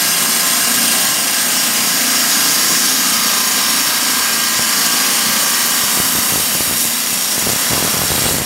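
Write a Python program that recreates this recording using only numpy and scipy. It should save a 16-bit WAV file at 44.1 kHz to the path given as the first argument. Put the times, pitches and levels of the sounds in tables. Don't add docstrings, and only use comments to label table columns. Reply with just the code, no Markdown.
import sys
import numpy as np
from scipy import signal
from scipy.io import wavfile
from scipy.ndimage import uniform_filter1d

SR = 44100
rng = np.random.default_rng(int(sys.argv[2]) if len(sys.argv) > 2 else 0)


def generate_wav(signal):
    frames = np.transpose(np.atleast_2d(signal))
    scaled = np.clip(frames, -1, 1) * 32767
    pcm = np.round(scaled).astype(np.int16)
    wavfile.write(sys.argv[1], SR, pcm)


N = 372644
STFT = dict(fs=SR, nperseg=2048, noverlap=1536)
RIM_PLACES = 1536


def gain_of(db):
    return 10 ** (np.asarray(db) / 20)


def evened(x):
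    return x / np.sqrt(np.mean(x ** 2) + 1e-20)


def follow(rows, t):
    s, *columns = np.transpose(rows)
    return np.array([np.interp(t, s, column) for column in columns])


def wander(shape, sizes):
    x = rng.standard_normal(shape)
    for axis, size in enumerate(sizes):
        cells = max(round(size), 1)
        for _ in range(2):
            x = uniform_filter1d(x, cells, axis, mode="wrap")
    return evened(x)


# time_s, speed_turns_per_s
BLADE_SPEED = [(0, 29.1), (.7, 29.08), (1.1, 28.97), (1.9, 28.92), (3.1, 28.82), (3.5, 28.66), (4.3, 28.6),
               (5.3, 28.66), (6.5, 28.57), (6.9, 28.8), (7.3, 29.1), (8.45, 28.8)]


def blade_turns(t):
    return np.cumsum(follow(BLADE_SPEED, t)[0]) / SR


# time_s, level_db, repeating_share_0_to_1 (power, in the lows)
FEED_PRESSURE = [(0.0, -14, 0.36), (1.06, -13.5, 0.3), (1.15, -15.5, 0.3), (2.38, -13, 0.46),
                 (4.66, -14.5, 0.45), (4.85, -13, 0.57), (6.31, -14.5, 0.32), (6.75, -15, 0.5),
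                 (6.82, -12, 0), (6.9, -15.5, 0.33), (8.28, -15, 0.35), (8.45, -19, 0.5)]


def grind(turns, t):
    turn_count = int(turns[-1]) + 2
    worn_pattern = wander((turn_count, RIM_PLACES), (5, 1))
    worn = evened(off_the_rim(worn_pattern, turns))

    high_spots_db = off_the_rim(wander((turn_count, RIM_PLACES), (8, 50)), turns)
    judder_db = 0.4 * wander(N, (600,))
    grit = evened(rng.standard_normal(N) * gain_of(high_spots_db + judder_db))

    hz, frames, worn_z = signal.stft(worn, **STFT)
    grit_z = signal.stft(grit, **STFT)[2]
    share = np.clip(follow(FEED_PRESSURE, frames)[1], 0, 1)
    repeat = share / (1 + (hz[:, None] / 3200) ** 4)
    z = np.sqrt(repeat) * worn_z + np.sqrt(1 - repeat) * grit_z

    small_modes_db = 2.1 * wander(z.shape, (2, 90)) * (hz[:, None] > 2500)
    patches_db = 0.7 * wander(z.shape, (25, 4))
    z *= np.sqrt(blade_colour(hz, frames))
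    z *= gain_of(family_gain_db(hz, frames) + small_modes_db + patches_db)
    coloured = evened(signal.istft(z, **STFT)[1][:N])
    return gain_of(follow(FEED_PRESSURE, t)[0]) * coloured


def off_the_rim(pattern, turns):
    return np.interp(turns * RIM_PLACES, np.arange(pattern.size), pattern.ravel())


# shallow_until_s, deep_from_s, deep_until_s, near_breakthrough_from_s
CUT_STAGES_S = (1.5, 2.7, 5.2, 6.4)
# pitch_hz, level_db
SCRAPE_SPECTRUM = [(30, -65), (60, -38), (90, -11.5), (130, -10.5), (240, 5), (330, -7.5), (650, -3.5),
                   (900, -4.5), (2000, 1), (2600, -3), (4200, -3), (7900, -2.5), (9400, -3.5), (13800, -5),
                   (15700, -6.5)]
# pitch_hz, width_hz, shallow_db, deep_db, near_breakthrough_db
BLADE_MODES = [(1040, 70, 3, 4, 2), (1250, 150, 0, 3, -2), (1620, 80, 5, 4, -2), (2880, 310, 4, 4, 3),
               (3210, 180, 1, 4, 4), (3400, 100, 3, 2, 4), (3850, 350, -1, 3, 3), (4385, 40, 7, 6, 6),
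               (4530, 310, -3, 4, 3), (4750, 60, 5, -2, 0), (4900, 130, 9, 9, 4), (4970, 45, 14, 8, 5),
               (5400, 40, 4, 6, 4), (5490, 120, 9, 8, 8), (5590, 110, 6, 9, 11), (5990, 390, 1, 5, 1),
               (6260, 230, 6, 3, -2), (6740, 220, 5, 7, 4), (6840, 60, 8, 2, 2), (6940, 70, 4, 6, 5),
               (7520, 500, 0, 2, 1), (8360, 230, 8, 6, 4), (8780, 340, 8, 3, 4), (9170, 90, 6, -4, 0),
               (9670, 290, 4, 1, -2), (9990, 120, 8, -6, -2), (10520, 190, 3, 4, 6), (10860, 170, 8, 2, 1),
               (11700, 470, 6, 0, 3), (12560, 310, 6, 4, 5)]


def blade_colour(hz, frames):
    power = np.ones((len(hz), len(frames)))
    for mode_hz, width_hz, shallow_db, deep_db, through_db in BLADE_MODES:
        peak = 1 / (1 + (2 * (hz - mode_hz) / width_hz) ** 2) ** 2
        level_db = np.interp(frames, CUT_STAGES_S, (shallow_db, deep_db, deep_db, through_db))
        power += np.outer(peak, gain_of(2 * level_db))
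    scrape_hz, scrape_db = np.transpose(SCRAPE_SPECTRUM)
    scrape_level_db = np.interp(np.log(hz + 1), np.log(scrape_hz), scrape_db)
    return power * gain_of(2 * scrape_level_db)[:, None]


# pitch_hz, shallow_db, deep_db, near_breakthrough_db
MODE_FAMILIES = [(550, 1.8, 0.24, 0.99), (1510, 0, -0.86, -0.43), (3300, 0.3, -0.2, -0.71),
                 (5500, .5, 0.55, -0.16), (6740, 0, -0.1, 1.1), (8500, -0.4, -0.67, 0.98),
                 (11000, -1.5, 0, 0.78), (14300, 1, 0, 1.2)]
# centre_s, duration_s, centre_hz, width_octaves, change_db
GRIND_SWELLS = [(2.4, 2, 5100, 0.33, 3), (6.15, 0.99, 12000, 0.73, 1.5), (6.9, 1.3, 1200, 4.5, -2),
                (5.9, 1.2, 10700, 0.17, 2.5), (4.24, 0.98, 2600, 0.71, 1.5), (6.813, 0.11, 1500, 2.9, -4.5),
                (7.9, 0.63, 920, 1.8, 4)]


def family_gain_db(hz, frames):
    family_hz, shallow_db, deep_db, through_db = np.transpose(MODE_FAMILIES)
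    stage_curves = (shallow_db, deep_db, deep_db, through_db)
    stages_db = np.array([np.interp(hz, family_hz, db) for db in stage_curves])
    weights = np.array([np.interp(frames, CUT_STAGES_S, row) for row in np.eye(len(CUT_STAGES_S))])
    balance_db = stages_db.T @ weights
    for centre_s, duration_s, centre_hz, octaves, change_db in GRIND_SWELLS:
        band = np.exp(-(2 * np.log2((hz + 1) / centre_hz) / octaves) ** 2)
        moment = np.exp(-(2 * (frames - centre_s) / duration_s) ** 2)
        balance_db += change_db * np.outer(band, moment)
    return balance_db


# start_s, end_s
TONE_DEEPENING_S = (2.3, 3.3)
TONE_FADE_S, TONE_END_DB = (5.95, 7.2), -53
# multiple_of_blade_speed, shallow_db, deep_db
SPIN_TONES = [(10, -41, -42), (24, -39, -52), (27, -44, -46), (29, -44, -46), (33, -55, -39),
              (34, -55, -44), (36, -39, -37), (37, -43, -44), (40, -50, -34), (42, -52, -37),
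              (44, -44, -40), (46, -41, -54), (55, -39, -39), (56, -38, -35), (57, -38, -54),
              (58, -48, -42), (66, -46, -36), (67, -56, -43), (71, -56, -43), (75, -56, -42),
              (80, -48, -44), (86, -54, -41), (97, -44, -52), (99, -56, -43), (100, -46, -41)]


def order_tones(turns, t):
    out = np.zeros(N)
    coarse = np.arange(0, N + 400, 400) / SR
    for multiple, shallow_db, deep_db in SPIN_TONES:
        level_db = np.interp(coarse, tuple(TONE_DEEPENING_S) + TONE_FADE_S,
                             (shallow_db, deep_db, deep_db, TONE_END_DB))
        swell = gain_of(level_db + 1.4 * wander(len(coarse), (30,)))
        slip = np.interp(t, coarse, 0.5 * wander(len(coarse), (20,)))
        phase = 2 * np.pi * multiple * turns + slip + 2 * np.pi * rng.random()
        out += np.sqrt(2) * np.interp(t, coarse, swell) * np.cos(phase)
    return out


# time_s, first_spot_db, second_spot_db
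RIM_KNOCKS = [(0, -22, -25), (1, -24.5, -24), (2, -20.5, -22), (2.9, -16, -18), (3.5, -25, -23.5),
              (5, -21, -25), (5.6, -23, -43), (6.6, -23, -40), (6.8, -29, -40), (8.45, -45, -40)]
# pitch_hz, width_hz, level_db
TABLE_MODES = [(205, 60, -2), (235, 90, 0), (290, 50, -3)]


def knocks(turns, t):
    blows = np.zeros(N)
    for place, level_db in zip((0.58, 0.24), follow(RIM_KNOCKS, t)):
        at = np.flatnonzero(np.diff(np.floor(turns - place)))
        alternate_db = 2.5 * (-1.0) ** np.arange(len(at))
        scatter_db = 2 * rng.standard_normal(len(at))
        blows[at] += gain_of(level_db[at] + alternate_db + scatter_db)

    ring_t = np.arange(2000) / SR
    ring = np.zeros(len(ring_t))
    for hz, width_hz, level_db in TABLE_MODES:
        decay = np.exp(-np.pi * width_hz * ring_t)
        ring += gain_of(level_db) * decay * np.sin(2 * np.pi * hz * ring_t)
    ring *= 1 - np.exp(-ring_t / 0.002)
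    rung = signal.oaconvolve(blows, ring)[:N]
    dull_body = signal.butter(2, (190, 310), "band", fs=SR, output="sos")
    return signal.sosfilt(dull_body, rung)


JOLT_PEAK_S = 0.00025
# jolt_peak_s, jolt_db, push_or_pull_sign, rebound_scale_db
STRONG_PUFFS = [(4.5944, -8, 1, -17), (5.8368, -11, -1, -26), (5.9742, -8, -1, -20), (6.001, -3, 1, -23),
                (6.1522, -8, 1, -28), (6.1872, -9, -1, -21), (6.3371, -11, -1, -16), (6.3587, -5, 1, -12),
                (6.4, -11, 1, -20), (6.5512, -10, -1, -21), (6.6071, -5, 1, -29), (6.6769, -11, -1, -34),
                (6.7116, -11, 1, -34), (6.8526, -11, -1, -21), (7.129, -13, -1, -24), (7.3798, -7, -1, -13),
                (7.4252, -10, 1, -27), (7.4666, -8, -1, -14), (7.4923, -5, 1, -12), (7.5012, -6, 1, -16),
                (7.5331, -9, 1, -20), (7.5609, -10, 1, -21), (7.7099, -10, -1, -34), (7.7177, -7, 1, -25),
                (7.7332, -3, 1, -14), (7.7505, -8, -1, -19), (7.7791, -5, 1, -16), (7.8061, -9, -1, -18),
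                (7.8263, -4, 1, -13), (7.85, -6, 1, -16), (7.8782, -9, 1, -30), (7.9397, -9, 1, -16),
                (7.9689, -8, -1, -31), (8.0183, -9, 1, -30), (8.0376, -8, 1, -24), (8.1177, -4, -1, -13),
                (8.1415, -9, -1, -30), (8.1525, -8, -1, -34), (8.1804, -7, 1, -14), (8.2207, -6, -1, -12),
                (8.2574, -7, -1, -34), (8.2641, -4, 1, -12), (8.2903, -3, -1, -11), (8.3111, -8, 1, -30),
                (8.3229, -9, 1, -15), (8.3436, -6, -1, -34), (8.3849, -6, 1, -17), (8.4111, -10, -1, -29)]


def wind(t):
    strong = np.zeros(N + 900)
    for peak_s, jolt_db, sign, rebound_db in STRONG_PUFFS:
        at = round((peak_s - JOLT_PEAK_S) * SR)
        strong[at:at + 900] += sign * puff(jolt_db, rebound_db)

    small = rng.laplace(size=N) * (rng.random(N) < 260 / SR)
    patter = evened(signal.oaconvolve(small, puff(0, -7.5))[:N])
    low_pass = signal.butter(2, 180, fs=SR, output="sos")
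    thud = evened(signal.sosfilt(low_pass, patter))
    gusts = gain_of(gustiness_db(t))
    return strong[:N] + gusts * (gain_of(2.5) * patter + gain_of(-0.5) * thud)


def puff(jolt_db, rebound_db):
    t = np.arange(900) / SR
    jolt = t / JOLT_PEAK_S * np.exp(1 - t / JOLT_PEAK_S)
    rebound = np.sin(2 * np.pi * 110 * t) * np.exp(-500 * t)
    rebound *= 1 - np.exp(-(t / 0.0006) ** 2)
    return gain_of(jolt_db) * jolt - gain_of(rebound_db) * rebound


# start_s, hold_s, level_db
PATTER_GUSTS = [(4.19, 0.022, -43), (4.58, .03, -38), (4.89, .02, -45), (5.264, .07, -38),
                (5.98, 0.044, -34), (6.14, .05, -36), (6.335, .06, -31.5), (6.55, 0.21, -38),
                (6.85, .03, -39), (7.118, 0.027, -42), (7.46, 0.054, -30), (7.704, 0.15, -31),
                (7.95, .12, -31), (8.104, 0.089, -26), (8.242, 0.17, -29)]
CALM_DB, GUST_RISE_DB_PER_S, GUST_FALL_DB_PER_S = -56, 300, 250


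def gustiness_db(t):
    out = np.full(N, float(CALM_DB))
    for start_s, hold_s, level_db in PATTER_GUSTS:
        before_db = GUST_RISE_DB_PER_S * (start_s - t)
        after_db = GUST_FALL_DB_PER_S * (t - start_s - hold_s)
        below_db = np.maximum(np.maximum(before_db, after_db), 0)
        out = np.maximum(out, level_db - below_db)
    return out


def scene():
    t = np.arange(N) / SR
    turns = blade_turns(t)
    mix = grind(turns, t) + order_tones(turns, t) + knocks(turns, t) + wind(t)
    return np.tile(mix, (2, 1))


def record(dry):
    soft = 1.4 * np.tanh(dry / 1.4)
    bass_cut = signal.butter(3, 60, "high", fs=SR, output="sos")
    cut = signal.sosfilt(bass_cut, soft)
    treble_limit = signal.firwin(2047, 15760, window=("kaiser", 12), fs=SR)
    return signal.oaconvolve(cut, treble_limit[None], "same")


dry = scene()
out = record(dry)
generate_wav(out)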